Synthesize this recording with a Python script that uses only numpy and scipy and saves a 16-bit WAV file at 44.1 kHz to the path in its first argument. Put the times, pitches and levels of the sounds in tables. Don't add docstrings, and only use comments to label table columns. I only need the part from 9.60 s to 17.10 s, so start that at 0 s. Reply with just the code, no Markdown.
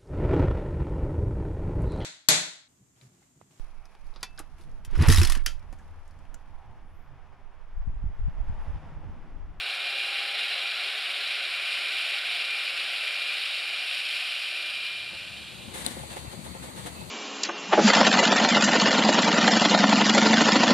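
import sys
import numpy as np
from scipy import signal
from scipy.fft import rfft, irfft, next_fast_len
from scipy.io import wavfile
from scipy.ndimage import uniform_filter1d, map_coordinates

SR = 44100
rng = np.random.default_rng(int(sys.argv[2]) if len(sys.argv) > 2 else 0)


def unload_wav(signal):
    wavfile.write(
        sys.argv[1],
        SR,
        np.round(np.clip(np.atleast_2d(signal).T, -1, 1) * 32767).astype(np.int16),
    )


N = 330750

TURN_S = 0.8, 3.4
RECEDE_S = 2.65, 5.74
FADE_OUT_S = 5.08, 6.29
CUT_S = 6.13
FADE_IN_S = 4.98, 6.16
LEFT_LAG = 17
FIRING_HZ = 51.4, 50.8
MACHINE_DB = -31


def roller():
    firing_hz = passing(*FIRING_HZ) + 0.15 * wobble(4)
    pump_hz = pump_rate()
    machine = engine() + clatter() + pump(pump_hz) + firing(firing_hz)
    total = stones(firing_hz) + amp(MACHINE_DB) * machine + whine(pump_hz)
    start, end = FADE_OUT_S
    return total * fade(end, start) * fade(CUT_S + 0.03, CUT_S)


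# frequency in Hz, gain in dB.
GRAVEL_SPECTRUM = [(40, -46.5), (250, -41), (1120, -45), (1900, -13), (2210, -5.5), (2430, -1),
                   (2560, -2.5), (2840, -2), (3450, -6.5), (3970, -6), (5540, -20), (5950, -30.5),
                   (6270, -49), (6550, -31), (6960, -30), (8370, -29.5), (9140, -23), (11800, -36.5),
                   (15500, -48)]
# time in seconds, level in dB, gain of the upper roar in dB.
CRUSH_LEVELS = [(0, -32.5, 1.5), (.22, -33, 1.5), (.45, -31, -0.5), (.76, -31.5, 1), (1.05, -31.5, 0.5),
                (1.3, -32, 1), (1.7, -31.5, 1.5), (2.0, -31.5, -0.5), (2.4, -30, -0.5), (2.7, -31.5, 1),
                (2.95, -31, -0.5), (3.2, -30.5, -0.5), (3.6, -30, -1), (3.85, -30, 0), (4.13, -31, -1),
                (4.32, -30, -1.5), (4.55, -29.5, -2), (4.7, -30.5, -2), (5.0, -32, -1.5), (5.4, -32.5, -.5),
                (5.75, -33.5, 0), (6.2, -33.5, 3)]
DIESEL_KNOCK_DB, KNOCK_JITTER = -14.5, 0.02
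LOW_STONES_DB, LOW_STONES_HZ = (1.1, -4), (1800, 2354)
UPPER_ROAR_HZ = 3150, 4500
TOP_FADES_HZ, TOP_FADES_S = 12500, (5.15, 5.65)


def stones(firing_hz):
    crunch = patchy(depth_db=0.5) + 0.5 * grit(rate=1000, spread_db=-0.5)
    crunch = crunch * amp(0.14 * wobble(40) + 0.87 * wobble(80))
    crunch = crunch + amp(DIESEL_KNOCK_DB) * ticks(2 * firing_hz, KNOCK_JITTER)
    gravel = unit(filtered(crunch, lambda hz: amp(along(GRAVEL_SPECTRUM, hz)) * bodywork(hz)))
    level_db, upper_db = curves(CRUSH_LEVELS)
    gravel = band_gain(gravel, *LOW_STONES_HZ, passing(*LOW_STONES_DB, RECEDE_S))
    gravel = gravel - fade(*TOP_FADES_S) * filtered(gravel, lambda hz: hz > TOP_FADES_HZ)
    gravel = band_gain(gravel, *UPPER_ROAR_HZ, upper_db)
    return amp(level_db + 0.31 * wobble(11)) * gravel


def band_gain(x, low, high, gain_db):
    return x + (amp(gain_db) - 1) * filtered(x, lambda hz: (hz > low) & (hz < high))


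# frequency in Hz, gain in dB.
ENGINE_SPECTRUM = [(21, -88), (35, -70), (65, -56), (97, -35), (117, -29), (145, -55), (246, -24.5),
                   (326, -19.5), (359, -13.5), (475, -14.5), (517, -3), (704, -4), (822, -3.5), (919, -14),
                   (1000, -14), (1300, -23), (2200, -120)]
ENGINE_DB = -19.5, -24.5


def engine():
    drone = filtered(patchy(depth_db=1.15), lambda hz: amp(along(ENGINE_SPECTRUM, hz)) * bodywork(hz))
    return amp(passing(*ENGINE_DB, RECEDE_S)) * unit(drone)


# frequency in Hz, gain in dB.
CLATTER_SPECTRUM = [(40, -58), (560, -40), (950, -30), (999, -9.5), (1420, 2.5), (1910, -0.5), (2000, -17),
                    (2600, -20), (4400, -120)]
CLATTER_DB = -12, -17.5
GROUND_ECHO_S, GROUND_ECHO = 0.00719, 0.21


def clatter():
    def response(hz):
        echo = GROUND_ECHO * np.exp(-2j * np.pi * hz * GROUND_ECHO_S)
        return amp(along(CLATTER_SPECTRUM, hz)) * bodywork(hz) * (1 + echo)
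    return amp(passing(*CLATTER_DB, RECEDE_S)) * unit(filtered(patchy(depth_db=0.4), response))


# frequency in Hz, width in Hz, gain in dB.
PANEL_MODES = [(360, 13, 5.5), (426, 14.4, 9), (516, 14, -4), (712, 29, 6), (1036, 7.3, 7.5),
               (1530, 36, 2.5), (2760, 59, 1.5), (3880, 14, 6.5), (7000, 130, 4.5), (9400, 110, -2.5),
               (11300, 200, 3), (11900, 200, 7)]


def bodywork(hz):
    return amp(sum(db / (1 + (2 * (hz - c) / w) ** 2) for c, w, db in PANEL_MODES))


# time in seconds, frequency in Hz.
PUMP_RATE = [(0, 402.3), (.7, 401.2), (1.2, 400.4), (1.7, 399.8), (2.05, 401.6), (2.9, 400.5), (3.6, 400.2),
             (4.3, 401.1), (4.9, 399.7), (6.2, 399.9)]


def pump_rate():
    return curves(PUMP_RATE)[0] + 0.24 * wobble(9)


# multiple of the rate, dB over the machine level alongside, and once gone by, before load.
PUMP_TONES = [(1.5, -39, -31), (2, -23, -50), (3, -42, -30), (4.5, -49, -32), (7, -12.5, -28.5),
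              (8, -19, -32), (9, -19, -27), (10, -12.5, -39)]
# time in seconds, gain of its tones in dB.
PUMP_LOAD_GAIN = [(0, -9), (.15, -6), (.3, 2.5), (1.05, 3.5), (1.35, -3), (1.5, -2), (2.5, -1), (3.5, -2),
                  (6.2, 1)]


def pump(pump_hz):
    return amp(curves(PUMP_LOAD_GAIN)[0]) * overtones(PUMP_TONES, pump_hz, waver_db=1.6)


# multiple of the firing rate, dB over the machine level alongside, and once gone by.
FIRING_TONES = [(1.97, -54, -44.5), (2.3, -54, -52), (3.9, -50, -57), (4.87, -56, -46.5), (6.98, -43, -36),
                (7.16, -35.5, -55), (8.14, -33.5, -45), (10, -45, -50), (14, -28, -36), (19.1, -38, -54),
                (20.23, -33, -35)]


def firing(firing_hz):
    return overtones(FIRING_TONES, firing_hz, waver_db=2.5)


# time in seconds, level in dB.
WHINE_LEVELS = [(0.0, -43), (.22, -36), (0.5, -34), (0.76, -42), (0.93, -51), (1.05, -33.5), (1.45, -59),
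                (1.62, -43), (1.72, -37), (2.22, -36.5), (2.52, -37), (2.66, -40.5), (2.93, -30),
                (3.1, -42), (3.4, -40), (3.5, -33), (3.7, -33), (3.92, -51), (4.03, -37), (4.49, -36.5),
                (4.68, -49), (4.94, -35), (5.3, -34.5), (5.55, -39), (6.1, -43)]


def whine(pump_hz):
    level = amp(curves(WHINE_LEVELS)[0] + 1.2 * wobble(22))
    return level * np.sin(6 * 2 * np.pi * np.cumsum(pump_hz) / SR)


# start in seconds, blow level in dB, click in dB relative to it,
# left minus right of the board tone in dB; knocks() adds fixed trims.
TOY_KNOCKS = [(5.53, -49, -15, -2), (5.552, -47, -15, -1), (6.084, -52, -11, -12), (6.152, -39, -10, -4),
              (6.176, -44, 6, -1.0), (6.263, -36, 17.5, 1), (6.364, -41, -11, 0), (6.392, -41, -2, 1),
              (6.43, -40.5, -9, 3), (6.508, -47, -10, 4), (6.563, -36.5, -16, -4), (6.645, -45, -12, 1),
              (6.729, -39.5, -6, 4), (6.86, -41.5, -15, -3), (6.948, -38.5, -14, 2),
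              (7.034, -43.5, -12, -9), (7.083, -46, -10, -3), (7.174, -45, -7, -8), (7.192, -43, -12, 1),
              (7.25, -47, -14, -9), (7.261, -43, -3, 1), (7.275, -43, -6, 1), (7.41, -44.5, 0, -3)]
# frequency in Hz, level in dB, t60 in seconds.
BOARD_MODES = [(370, 1.5, 0.062), (534.5, 5.5, 0.099), (625, 5, 0.063), (708, 3.5, 0.077), (878, 8, 0.075),
               (1026, 0, 0.06), (1490, -1, 0.043), (2040, 0, 0.027)]
# frequency in Hz, level in dB, t60 in seconds.
SHELL_MODES = [(2016, -14, 0.0096), (3700, -6, 0.004), (3916, 1, 0.007), (4200, -12, .007),
               (7400, -8.5, 0.0099), (8920, 5, 0.0057), (9830, -3.5, 0.0076), (11600, -5, .007),
               (14050, -14, .006)]


def knocks():
    out, t = np.zeros((2, N + SR)), np.arange(SR // 4) / SR
    for s, db, click_db, pan_db in TOY_KNOCKS:
        chatter = 1 + 2.2 * uniform_filter1d(rng.standard_normal(len(t)), size=40)
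        board = ringing(BOARD_MODES, t, attack=0.0016) * chatter
        snap = np.roll(ringing(SHELL_MODES, t, attack=0.0005), 14)
        bounce = np.roll(ringing(SHELL_MODES, t, attack=0.0004), 135)
        snap = snap + 0.27 * bounce
        for side, (lag, sign) in enumerate([(LEFT_LAG, 1), (0, -1)]):
            board_gain = amp(-4.5 + sign * pan_db / 2)
            snap_gain = amp(click_db + 5.0 + sign * 4.4)
            blow = board_gain * board + snap_gain * snap
            out[side, round(s * SR) + lag:][:len(t)] += amp(db) * blow
    return out[:, :N]


def ringing(modes, t, attack):
    ring = 0
    for hz, db, t60 in modes:
        decay = amp(db + rng.normal(0, 2.0) - 60 * t / t60)
        ring = ring + decay * np.sin(2 * np.pi * hz * rng.normal(1, 0.028) * t)
    return ring * (1 - np.exp(-t / attack))


# start in seconds, pitch in Hz, level in dB before attack and pan.
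SOFT_THUDS = [(5.516, 186, -43.5), (5.546, 85, -48), (5.61, 110, -46), (5.7, 125, -42), (5.79, 205, -44),
              (5.941, 180, -40), (6.073, 240, -45), (6.085, 90, -43), (6.115, 105, -42), (6.138, 188, -48),
              (6.209, 171, -37), (6.262, 257, -33), (6.275, 338, -36), (6.305, 238, -36), (6.364, 225, -37),
              (6.406, 131, -36), (6.501, 121, -38), (6.575, 130, -42), (6.61, 130, -39), (6.674, 121, -34),
              (6.735, 246, -39), (6.772, 151, -36), (6.83, 120, -46), (6.901, 179, -35), (6.945, 190, -36),
              (7.027, 170, -39), (7.065, 150, -42), (7.15, 191, -43), (7.25, 300, -34.5), (7.311, 128, -47),
              (7.356, 179, -36), (7.42, 150, -37), (7.485, 120, -36)]
THUD_ATTACK_S, THUD_T60_S, THUD_PAN_DB = 0.0061, 0.081, 15.5


def thuds():
    out, t = np.zeros(N + SR), np.arange(SR // 4) / SR
    for s, hz, db in SOFT_THUDS:
        deep_phase, high_phase = rng.uniform(0, 2 * np.pi, size=2)
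        body = np.sin(2 * np.pi * hz * t)
        body = body + 0.34 * np.sin(2 * np.pi * 0.566 * hz * t + deep_phase)
        body = body + 0.39 * np.sin(2 * np.pi * 1.6 * hz * t + high_phase)
        envelope = amp(db - 60 * t / THUD_T60_S) * (1 - np.exp(-t / THUD_ATTACK_S))
        out[round(s * SR):][:len(t)] += envelope * body
    pair = np.array([np.roll(out[:N], LEFT_LAG), out[:N]])
    return pair * amp([[THUD_PAN_DB / 2], [-THUD_PAN_DB / 2]])


# frequency in Hz, gain in dB.
DRAG_SPECTRUM = [(180, -40), (300, -3), (402, -10), (520, -4), (592, -11), (917, -5.5), (1290, -9.5),
                 (1960, -3.5), (2590, -10), (3820, -4), (5110, -17), (7500, -11), (9610, -7.5),
                 (11500, -18.5), (14400, -22)]
# start in seconds, hold in seconds, level in dB, t60 in seconds.
DRAG_STROKES = [(6.134, 0.078, -39, 0.17), (6.238, 0.026, -38, 0.8), (6.496, 0.032, -43.5, 0.12),
                (6.555, .01, -42, 0.35), (6.707, 0.013, -47, .15), (6.837, .02, -46, 0.22),
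                (7.02, 0.016, -45.5, 0.47), (7.158, .025, -44.5, 0.93), (7.255, 0.0086, -37, 0.11)]
STROKE_ATTACK_S = 0.0098


def scrape():
    rub = rng.standard_normal((3, N)) * amp(1.1 * wobble(60)) + 0.33 * grit(rate=1500, spread_db=3.0)
    rub = filtered(rub, lambda hz: amp(along(DRAG_SPECTRUM, hz)))
    t = np.arange(N) / SR
    strokes = []
    for s, hold, db, t60 in DRAG_STROKES:
        since_hold = np.maximum(t - s - STROKE_ATTACK_S - hold, 0)
        strokes.append(fade(s, s + STROKE_ATTACK_S) * amp(db - 60 * since_hold / t60))
    return np.max(strokes, axis=0) * ports(unit(rub[0]), unit(rub[1:]), share=0.91, pan_db=3.5)


# start in seconds, length in seconds, first pitch in Hz, last pitch in Hz,
# level in dB before waver and pan, sink over the length in dB.
WHISTLE_TONES = [(6.508, 0.2, 2700, 2700, -52, 8), (7.35, .13, 2580, 2590, -49.5, 12)]


def whistles():
    out, waver_hz = np.zeros(N), 14 * wobble(45)
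    for s, length, from_hz, to_hz, db, sink_db in WHISTLE_TONES:
        start = round(s * SR)
        u = np.arange(round(length * SR)) / (length * SR)
        hz = from_hz + (to_hz - from_hz) * u + waver_hz[start:][:len(u)]
        envelope = amp(db - sink_db * u) * np.abs(np.sin(np.pi * u)) ** 0.26
        out[start:][:len(u)] += envelope * np.sin(2 * np.pi * np.cumsum(hz) / SR)
    return out * amp(2.7 * wobble(33)) * amp([[-2.5], [2.5]])


# frequency in Hz, gain in dB.
RUMBLE_SPECTRUM = [(25, -50), (45, -29), (58, -6), (71, 8), (92, -4.5), (120, 4.5), (150, -2), (190, 3),
                   (260, -4), (310, -6), (360, -2.5), (420, -17), (600, -37)]
# frequency in Hz, gain in dB.
AIR_SPECTRUM = [(180, -22), (300, -9), (364, -27), (422, -2), (504, 0.5), (1040, -2), (1700, -10.5),
                (1960, -6), (2900, -9.5), (4490, -3.5), (5360, -23), (6730, -14.5), (8720, -10.5),
                (12900, -30), (14400, -13)]
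# frequency in Hz, gain in dB.
HISS_SPECTRUM = [(4500, -40), (6000, -1), (9000, 3), (10800, -2), (12200, -3), (12800, -12), (14400, -23)]
RUMBLE_DB, AIR_DB, HISS_DB = (-53.5, -49), (-47, -44.5), -54.5
RUMBLE_IN_S, AIR_IN_S = 0.13, 0.019
AIR_PATCHY_DB, AIR_WAVER_DB = 2.5, 0.7
PATTER_PER_S, PATTER_DB = 200, -9


def room():
    rumble = rng.standard_normal((3, N)) * amp(0.77 * wobble(6) + 1.5 * wobble(25))
    rumble = rumble + amp(PATTER_DB) * grit(PATTER_PER_S, spread_db=1.5)
    rumble = filtered(rumble, lambda hz: amp(along(RUMBLE_SPECTRUM, hz)))
    rumble = ports(unit(rumble[0]), unit(rumble[1:]), share=0.13, pan_db=14.5)
    rumble = amp(passing(*RUMBLE_DB, (CUT_S - RUMBLE_IN_S, CUT_S))) * rumble
    air = np.array([patchy(AIR_PATCHY_DB) for _ in range(3)])
    air = filtered(air, lambda hz: amp(along(AIR_SPECTRUM, hz)))
    air = ports(unit(air[0]), unit(air[1:]), share=0.73, pan_db=1.0)
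    air_db = passing(*AIR_DB, (CUT_S - AIR_IN_S, CUT_S))
    air = amp(air_db + AIR_WAVER_DB * wobble(8.0)) * air
    hiss = unit(filtered(rng.standard_normal((2, N)), lambda hz: amp(along(HISS_SPECTRUM, hz))))
    hiss = amp(HISS_DB) * amp([[1.5], [-1.5]]) * hiss
    return (rumble + air + hiss) * fade(*FADE_IN_S)


def ports(common, separate, share, pan_db):
    pair = np.array([np.roll(common, LEFT_LAG), common]) * np.sqrt(1 - share) + separate * np.sqrt(share)
    return pair * amp([[pan_db / 2], [-pan_db / 2]])


def overtones(orders, hz, waver_db):
    turn = 2 * np.pi * np.cumsum(hz) / SR
    total = 0
    for multiple, near_db, far_db in orders:
        gain = amp(passing(near_db, far_db) + waver_db * wobble(7))
        total = total + gain * np.sin(multiple * turn + rng.uniform(0, 2 * np.pi))
    return total


def passing(near, far, span=TURN_S):
    return near + (far - near) * fade(*span)


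def ticks(hz, jitter):
    phase = np.cumsum(hz) / SR + jitter * wobble(60)
    pulses = np.diff(np.maximum.accumulate(np.floor(phase)), prepend=0)
    return unit(pulses * amp(1.9 * rng.standard_normal(N)))


def patchy(depth_db):
    z = signal.stft(rng.standard_normal(N), nperseg=512)[2]
    field = uniform_filter1d(rng.standard_normal(z.shape), size=7, axis=0)
    field = uniform_filter1d(field, size=8, axis=1)
    return unit(signal.istft(z * amp(depth_db * unit(field)), nperseg=512)[1][:N])


def grit(rate, spread_db):
    hit, size, sign = rng.random((3, N))
    return unit((hit < rate / SR) * amp(-spread_db * np.log(size + 0.05)) * (sign - 0.5))


def wobble(rate):
    knots = rng.standard_normal(int(N * rate / SR) + 4)
    return map_coordinates(knots, [np.arange(N) * rate / SR])


def filtered(x, response):
    m = next_fast_len(N + 8192)
    return irfft(rfft(x, m) * response(np.fft.rfftfreq(m, 1 / SR)), m)[..., :N]


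def along(points, hz):
    f, v = np.transpose(points)
    return np.interp(np.log(hz + 1), np.log(f + 1), v)


def curves(rows):
    s, *cols = np.transpose(rows)
    return [np.interp(np.arange(N) / SR, s, c) for c in cols]


def fade(start, end):
    return np.clip((np.arange(N) / SR - start) / (end - start), 0, 1)


def amp(db):
    return 10 ** (np.asarray(db) / 20)


def unit(x):
    return x / np.sqrt(np.mean(x ** 2) + 1e-20)


def scene():
    indoors = knocks() + thuds() + scrape() + whistles() + room()
    return roller() + filtered(indoors, lambda hz: hz < 14350)


def record(dry):
    return filtered(dry, lambda hz: hz < 15600)


dry = scene()
out = record(dry)
unload_wav(out)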